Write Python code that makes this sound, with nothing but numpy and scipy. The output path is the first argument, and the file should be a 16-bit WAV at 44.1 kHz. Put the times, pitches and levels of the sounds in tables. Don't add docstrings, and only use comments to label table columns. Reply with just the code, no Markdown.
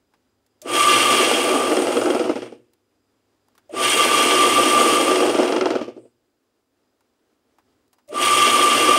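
import sys
import numpy as np
from scipy.fft import rfft, irfft, next_fast_len
from scipy.io import wavfile
from scipy.ndimage import uniform_filter1d, map_coordinates

SR = 44100
rng = np.random.default_rng(int(sys.argv[2]) if len(sys.argv) > 2 else 0)


def to_wav(s):
    ch = np.atleast_2d(s).T
    pcm = np.round(np.clip(ch, -1, 1) * 32767)
    wavfile.write(sys.argv[1], SR, pcm.astype(np.int16))


N = 396018

# (t/s, relative snap level/dB, relative tub thump level/dB)
KNOCKS = [(1.1269, -14.5, -13), (1.314, -9, -13.5), (1.491, -11, -17), (1.5527, -16, -17.5),
          (1.6707, -17.5, -17.5), (1.7173, -15.5, -16.5), (1.7686, -12, -17), (1.8196, -17, -17),
          (1.8702, -14.5, -19.5), (1.9212, -19, -18), (1.9686, -14, -18), (2.014, -17, -13),
          (2.0577, -15, -14.5), (2.1025, -13, -14.5), (2.148, -18, -17.5), (2.1946, -16.5, -16),
          (2.2417, -25.5, -21.5), (2.2943, -21, -17.5), (2.357, -24.5, -17), (2.4201, -30, -25),
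          (2.4598, -36, -35), (2.5219, -41, -34), (4.9714, -13, -13.5), (5.0131, -12.5, -10),
          (5.0672, -18.5, -19), (5.1124, -9, -16.5), (5.1583, -9, -13), (5.2043, -14.5, -15),
          (5.2533, -21, -11), (5.2951, -16.5, -14.5), (5.3455, -15.5, -16), (5.388, -14, -14.5),
          (5.4309, -14, -15), (5.477, -19, -17), (5.5233, -12, -14), (5.5636, -10, -15),
          (5.611, -12, -13.5), (5.6571, -13.5, -19.5), (5.7048, -15, -37), (5.754, -18.5, -15.5),
          (5.8132, -28, -16), (5.8789, -52, -24.5), (5.9648, -64.5, -38), (6.0534, -69, -49)]
# (f/Hz, width/Hz, level/dB)
FRAME_MODES = [(1510, 20, -7), (1693, 28, -9), (2054, 16, -4), (2158, 35, -6), (2280, 27, -5),
               (2406, 20, -3), (2718, 25, -4), (2795, 45, -1), (3050, 60, -5), (3244, 35, 1),
               (3367, 60, -7), (3640, 110, -12), (4190, 96, -14), (4690, 140, -14), (5260, 60, -12),
               (5910, 130, -13)]


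def amp(db):
    return 10 ** (np.asarray(db) / 20)


def unit(x):
    return x / np.sqrt(np.mean(x ** 2) + 1e-20)


def curves(rows, t):
    s, *columns = np.transpose(rows)
    return np.array([np.interp(t, s, column) for column in columns])


def wobble(rate):
    knots = rng.standard_normal(int(N * rate / SR) + 4)
    return map_coordinates(knots, [np.arange(N) * rate / SR])


def bump(s, width_s):
    return np.exp(-.5 * ((np.arange(N) / SR - s) / width_s) ** 2)


def filtered(x, response):
    m = next_fast_len(N + SR // 2)
    return irfft(rfft(x, m) * response(np.fft.rfftfreq(m, 1 / SR)), m)[..., :N]


def modes(table):
    def response(f):
        total = 0
        for k, (centre, width, db) in enumerate(table):
            damping = 1j * f * abs(width)
            total = total + (-1) ** k * amp(db) * damping / (centre * centre - f * f + damping)
        return total
    return response


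def colour(points):
    f, db = np.transpose(points)
    return lambda hz: amp(np.interp(np.log(hz + 1), np.log(f + 1), db))


def noise(response):
    return unit(filtered(rng.standard_normal(N), response))


def chatter(per_s, spread_db, lump_db, lump_rate, response):
    size_db = spread_db * np.minimum(rng.exponential(size=N), 4)
    taps = (rng.random(N) < per_s / SR) * rng.standard_normal(N) * amp(size_db)
    return unit(filtered(taps * amp(lump_db * wobble(lump_rate)), response))


def bursts(times, db, t60):
    out, t = np.zeros(N + SR), np.arange(SR // 5) / SR
    for s, level_db, life in np.broadcast(times, db, t60):
        puff = amp(level_db - 60 * t / max(life, .002)) * rng.standard_normal(len(t))
        out[round(s * SR):][:len(t)] += puff
    return out[:N]


def blows(times, db):
    out = np.zeros(N)
    out[np.round(times * SR).astype(int)] = amp(db)
    return out


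def shed():
    # (t/s, low drone level/dB, murmur level/dB)
    air = [(0, -78, -70.5), (2.8, -83.5, -71.5), (3.65, -77.5, -68), (6.2, -87, -72.5), (6.65, -87.5, -74),
           (6.8, -86, -70), (7.4, -85.5, -70), (7.7, -77.5, -67), (8.05, -86.5, -72.5)]
    # (f/Hz, relative level/dB)
    drone_colour = [(12, -41.5), (20, -14.5), (49, -5), (76, 2.5), (140, -5.5), (168, -12), (200, -2.5),
                    (260, -30.5), (440, -120)]
    # (f/Hz, relative level/dB)
    murmur_colour = [(100, -44.5), (170, -22.5), (253, -3.5), (406, -6), (600, -12), (950, -16.5),
                     (1330, -17.5), (2100, -23.5), (4000, -25.5), (8000, -31.5), (15700, -43.5)]
    # (f/Hz, width/Hz, level/dB)
    chirr_modes = [(4925, 81, -1), (7440, 340, -7)]
    # (f/Hz, mean level/dB)
    far_hum = [(102.3, -85.5), (145.3, -88), (199.2, -87), (253.0, -80.5)]
    t = np.arange(N) / SR
    drone_db, murmur_db = curves(air, t)
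    drone = amp(drone_db + 1.5 * wobble(0.99)) * noise(colour(drone_colour))
    murmur = amp(murmur_db + 0.79 * wobble(17)) * noise(colour(murmur_colour))
    chirr_db = -86 + 1.2 * wobble(9.5) + 2.2 * wobble(1.6)
    chirr = amp(chirr_db) * noise(lambda f: modes(chirr_modes)(f) ** 2)
    drift_db = .8 * (drone_db - drone_db.mean())
    tones = 0
    for hz, db in far_hum:
        level = amp(db + drift_db + 2.5 * wobble(1.0))
        tones = tones + level * np.sin(2 * np.pi * hz * t + 1.5 * wobble(3))
    return drone + murmur + chirr + tones


def clicks():
    # (t/s, relative tick level/dB, low knock over that/dB, tick's 60 dB decay/s)
    contacts = [(0.137, -66.5, 15.5, 0.039), (0.4637, -51.5, -16, 0.033), (2.7344, -46.5, -17, 0.028),
                (3.484, -49, -6.5, 0.017), (3.5518, -51.5, -3.5, 0.049), (3.5788, -43.5, -0.5, 0.036),
                (7.007, -55, -3, 0.03), (7.5845, -54.5, 5.5, 0.0406), (7.8795, -56, -21, 0.025),
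                (7.93, -44.5, -8, 0.05), (7.9839, -58, 6.5, 0.044)]
    s, db, low_db, t60 = np.transpose(contacts)
    tick = filtered(bursts(s, db - 7.0, t60), modes([(5060, 11000, 0)]))
    hollow = filtered(bursts(s, db + low_db + 9.5, 2.0 * t60), modes([(900, 450, 0)]))
    return tick + hollow


def swish():
    # (t/s, width/s, level/dB)
    belt_stops = [(6.03, .045, -71)]
    level = sum(amp(db) * bump(s, width_s) for s, width_s, db in belt_stops)
    return level * noise(lambda f: modes([(8300, 2400, 0)])(f) ** 3)


def starts():
    # (t/s, relative moan level/dB, spark over that/dB)
    jerks = [(0.617, -39, 8.5), (3.693, -31, -22.5), (8.077, -46.5, -6), (8.088, -33, -9)]
    s, db, spark_db = np.transpose(jerks)
    moan = filtered(bursts(s, db + 24.0, .15), lambda f: modes([(605, 50, 0)])(f) ** 2)
    spark = filtered(bursts(s, db + spark_db - 1, 0.05), modes([(6500, 4400, 0.017)]))
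    return moan + spark


def shaking():
    # (switched on t/s, switched off t/s, standstill t/s, steel quiet earlier by/s,
    #        tub offset/dB, bell offset/dB, fades while coasting of bell, frame and bearings/(dB/s))
    runs = [(0.618, 1.2, 2.7, -0.015, 0.5, -20, 44, 22, 14),
            (3.696, 4.92, 6.14, 0.05, 0.68, -22.5, 35, 28, 26), (8.084, 9.5, 11, 0, -2, -19, 25, 25, 20)]
    # (t/s after switching on, tub level/dB, bell relative level/dB, frame level/dB,
    #  bearing level/dB, hum level/dB)
    spin_up = [(0, -59, -54, -72, -81, -80), (.02, -55, -51, -70.5, -60.5, -68),
               (.045, -28, -26.5, -57, -53.5, -75), (.07, -30, -8, -38, -41, -57),
               (.1, -27, -5, -33.5, -36, -54.5), (.14, -26, -5, -20.5, -29, -50.5),
               (.19, -28.5, -1, -21, -27.5, -52), (.4, -25, 0, -20, -28, -46.5),
               (.7, -21.5, 0.5, -21.5, -28.5, -49), (1.1, -19.5, 2.5, -24, -28.5, -51)]
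    # (t/s from standstill, tub, bell, frame, bearing change/dB)
    halt = [(-.6, 0, 1, -0.5, 0), (-.4, -1, -4.5, -3, -7.5), (-.28, -9, 7, -3, -12),
            (-.2, -18, -5.5, -17.5, -22.5), (-.1, -22.5, -26, -42, -33), (-.03, -45.5, -40, -49, -43),
            (.05, -54.5, -60, -60, -60), (.25, -70, -70, -70, -70)]
    hum_lingers = 0.59
    unpowered_db, unpowered_s = -2.5, .08
    t, out = np.arange(N) / SR, np.full((5, N), -150.0)
    for on, off, still, early_s, tub_db, bell_db, *fades in runs:
        inside = (t >= on) & (t < still + halt[-1][0])
        now = t[inside]
        coasting = np.maximum(now - off, 0)
        tub = curves(halt, now - still)[0]
        steel = curves(halt, now - still + early_s)[1:]
        bell, frame, race = steel - np.outer(fades, coasting)
        hum = hum_lingers * tub + unpowered_db * np.minimum(coasting / unpowered_s, 1)
        changes = [tub + tub_db, bell + bell_db, frame, race, hum]
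        out[:, inside] = curves(spin_up, now - on) + changes
    return out


def windings():
    # (multiple of the hum, level over it/dB)
    overtones = [(2, 10), (3, 13.5), (4, 7.5)]
    hum_hz = 120
    hum_db = shaking()[4] + 0.91 * wobble(5)
    phase = 2 * np.pi * hum_hz * np.arange(N) / SR + 0.81 * wobble(6.1)
    line = np.sin(phase) + sum(amp(db) * np.sin(k * phase) for k, db in overtones)
    sway = noise(lambda f: modes([(121, 22, 0)])(f) ** 2)
    return amp(hum_db) * (amp(-2.0) * line + amp(1.0) * sway)


def tub_body(f):
    # (f/Hz, width/Hz, level/dB)
    tub_modes = [(245, 38, -7.5), (311.9, 35, -2.5), (368, 22, 1), (487, 62, -3.5), (627, 65, -7.5),
                 (674, 23, -4.5), (815, 90, -12), (1320, 230, -17)]
    return modes(tub_modes)(f) * (f * f / (190 ** 2 - f * f + 1j * f * 240)) ** 2


def dulled(x, frame_db):
    dull_hz, dull_from_db, dull_slope = 600, -46, 0.51
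    low = filtered(x, lambda f: 1 / (1 + (f / dull_hz) ** 4))
    return low + amp(dull_slope * np.minimum(frame_db - dull_from_db, 0)) * (x - low)


def knocks():
    # (f/Hz, width/Hz, level/dB)
    snap_modes = [(900, 270, 2), (2720, 900, -16), (5400, 3600, -15.5)]
    s, db, thump_db = np.transpose(KNOCKS)
    push = blows(s + 0.0019, thump_db + 29) + bursts(s, thump_db + 16, 0.06)
    thump = filtered(push, lambda f: tub_body(f) / (1 + 1j * f / 1300) ** 2)
    hit = blows(s, db + 24) + blows(s + .0015, db + 20) + bursts(s, db + 5.5, 0.022)

    def softness(f):
        return modes([(5500, 7000, 0)])(f) / (1j * f / 7000 + 0.17) / (1 + (f / 7500) ** 8)

    hit = filtered(hit, softness)
    snap = filtered(hit, modes(snap_modes))
    ring = amp(-4.5) * filtered(hit, modes(FRAME_MODES))
    return dulled(thump, shaking()[2]) + snap + ring


def lull(frame_db):
    t, s = np.arange(N) / SR, np.transpose(KNOCKS)[0]
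    since = t - s[np.maximum(np.searchsorted(s, t) - 1, 0)]
    slack = np.clip((-32.5 - frame_db) / 16, 0, 1)
    swing_db = slack * (5 - 270 * np.minimum(since, .06))
    sag_db = np.where((since > 0) & (since < .12), swing_db, 0)
    return uniform_filter1d(sag_db, size=180)


def bell(bell_db):
    # (f/Hz, width/Hz, level/dB)
    bell_modes = [(1183, 83, 0)]
    # (t/s, width/s, level change/dB)
    swells = [(1.0, 0.011, -3), (1.3, 0.085, -4), (1.62, 0.11, 11), (3.77, .02, -5), (3.95, 0.015, -8.5),
              (5.04, 0.015, -7), (5.1, 0.024, 5.5), (8.35, 0.067, 2)]
    sing_hz, flutter_hz = 1182, 63
    t = np.arange(N) / SR
    bell_db = bell_db + 2 * wobble(14)
    bell_db = bell_db + sum(db * bump(s, width_s) for s, width_s, db in swells)
    flutter = 1 + 0.38 * np.sin(2 * np.pi * flutter_hz * t + 1.2 * wobble(5))
    sing = np.sqrt(2) * np.sin(2 * np.pi * sing_hz * t + 1.6 * wobble(12)) * flutter
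    fuzz = noise(lambda f: modes(bell_modes)(f) ** 2)
    return amp(bell_db) * (amp(-2.0) * sing + amp(-4.0) * fuzz)


def motor():
    # (f/Hz, width/Hz, level/dB)
    race_modes = [(6780, 400, -5), (8030, 380, -2.5), (8800, 230, 1), (9120, 170, 0.5), (9410, 350, -2)]
    # (f/Hz, relative level/dB)
    rush_colour = [(18, -59.5), (30, -43), (70, -25), (150, -28.5), (333, -7.5), (973, -3.5), (1600, -8.5),
                   (2900, -2), (3890, -15), (6500, -27), (9000, -38), (15700, -68.5)]
    # (f/Hz, relative level/dB)
    fizz_colour = [(5000, -29.5), (9000, -1), (10500, -0.5), (12200, -2.5), (13000, -8), (15700, -17)]
    tub_db, bell_db, frame_db, race_db, _ = shaking()
    tub_db = tub_db + 0.74 * wobble(12)
    sag_db = lull(frame_db)
    beat = amp(0.44 * wobble(22))

    tub = chatter(1500, 1.1, 0.98, 40, lambda f: tub_body(f) / (1 + 1j * f / 2500))
    tub = dulled(amp(tub_db + sag_db) * tub, frame_db)
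    frame = chatter(3000, 1.0, 1.2, 60, modes(FRAME_MODES))
    frame = amp(frame_db - 0.05 + .7 * sag_db) * frame
    race = chatter(8000, 0.71, 0.77, 60, modes(race_modes))
    race = amp(race_db + 1.16 + 0.29 * sag_db) * race
    rush_db = 0.27 * tub_db + 0.53 * frame_db - 6.5 + 0.33 * sag_db
    rush = amp(rush_db) * noise(colour(rush_colour))
    belt_db = 0.5 * tub_db + .45 * frame_db - 13.5 + .6 * sag_db
    belt = amp(belt_db) * chatter(5000, 1.2, 0.96, 50, lambda f: modes([(5000, 2500, 0)])(f) ** 2)
    fizz = amp(1.153 * race_db - 3.0) * chatter(9000, 1.8, 0.94, 56, colour(fizz_colour))
    return beat * (tub + frame + race + rush + belt + fizz) + bell(bell_db)


def scene():
    background = shed() + clicks() + swish() + starts()
    return (background + windings() + knocks() + motor())[None]


def record(dry):
    top_hz = 15730
    dip = lambda hz: 1 - 0.43 * modes([(165, 45, 0)])(hz)
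    hiss = amp(-83.5) * rng.standard_normal(N)
    return filtered(dry + hiss, lambda hz: dip(hz) * (hz < top_hz))


dry = scene()
out = record(dry)
to_wav(out)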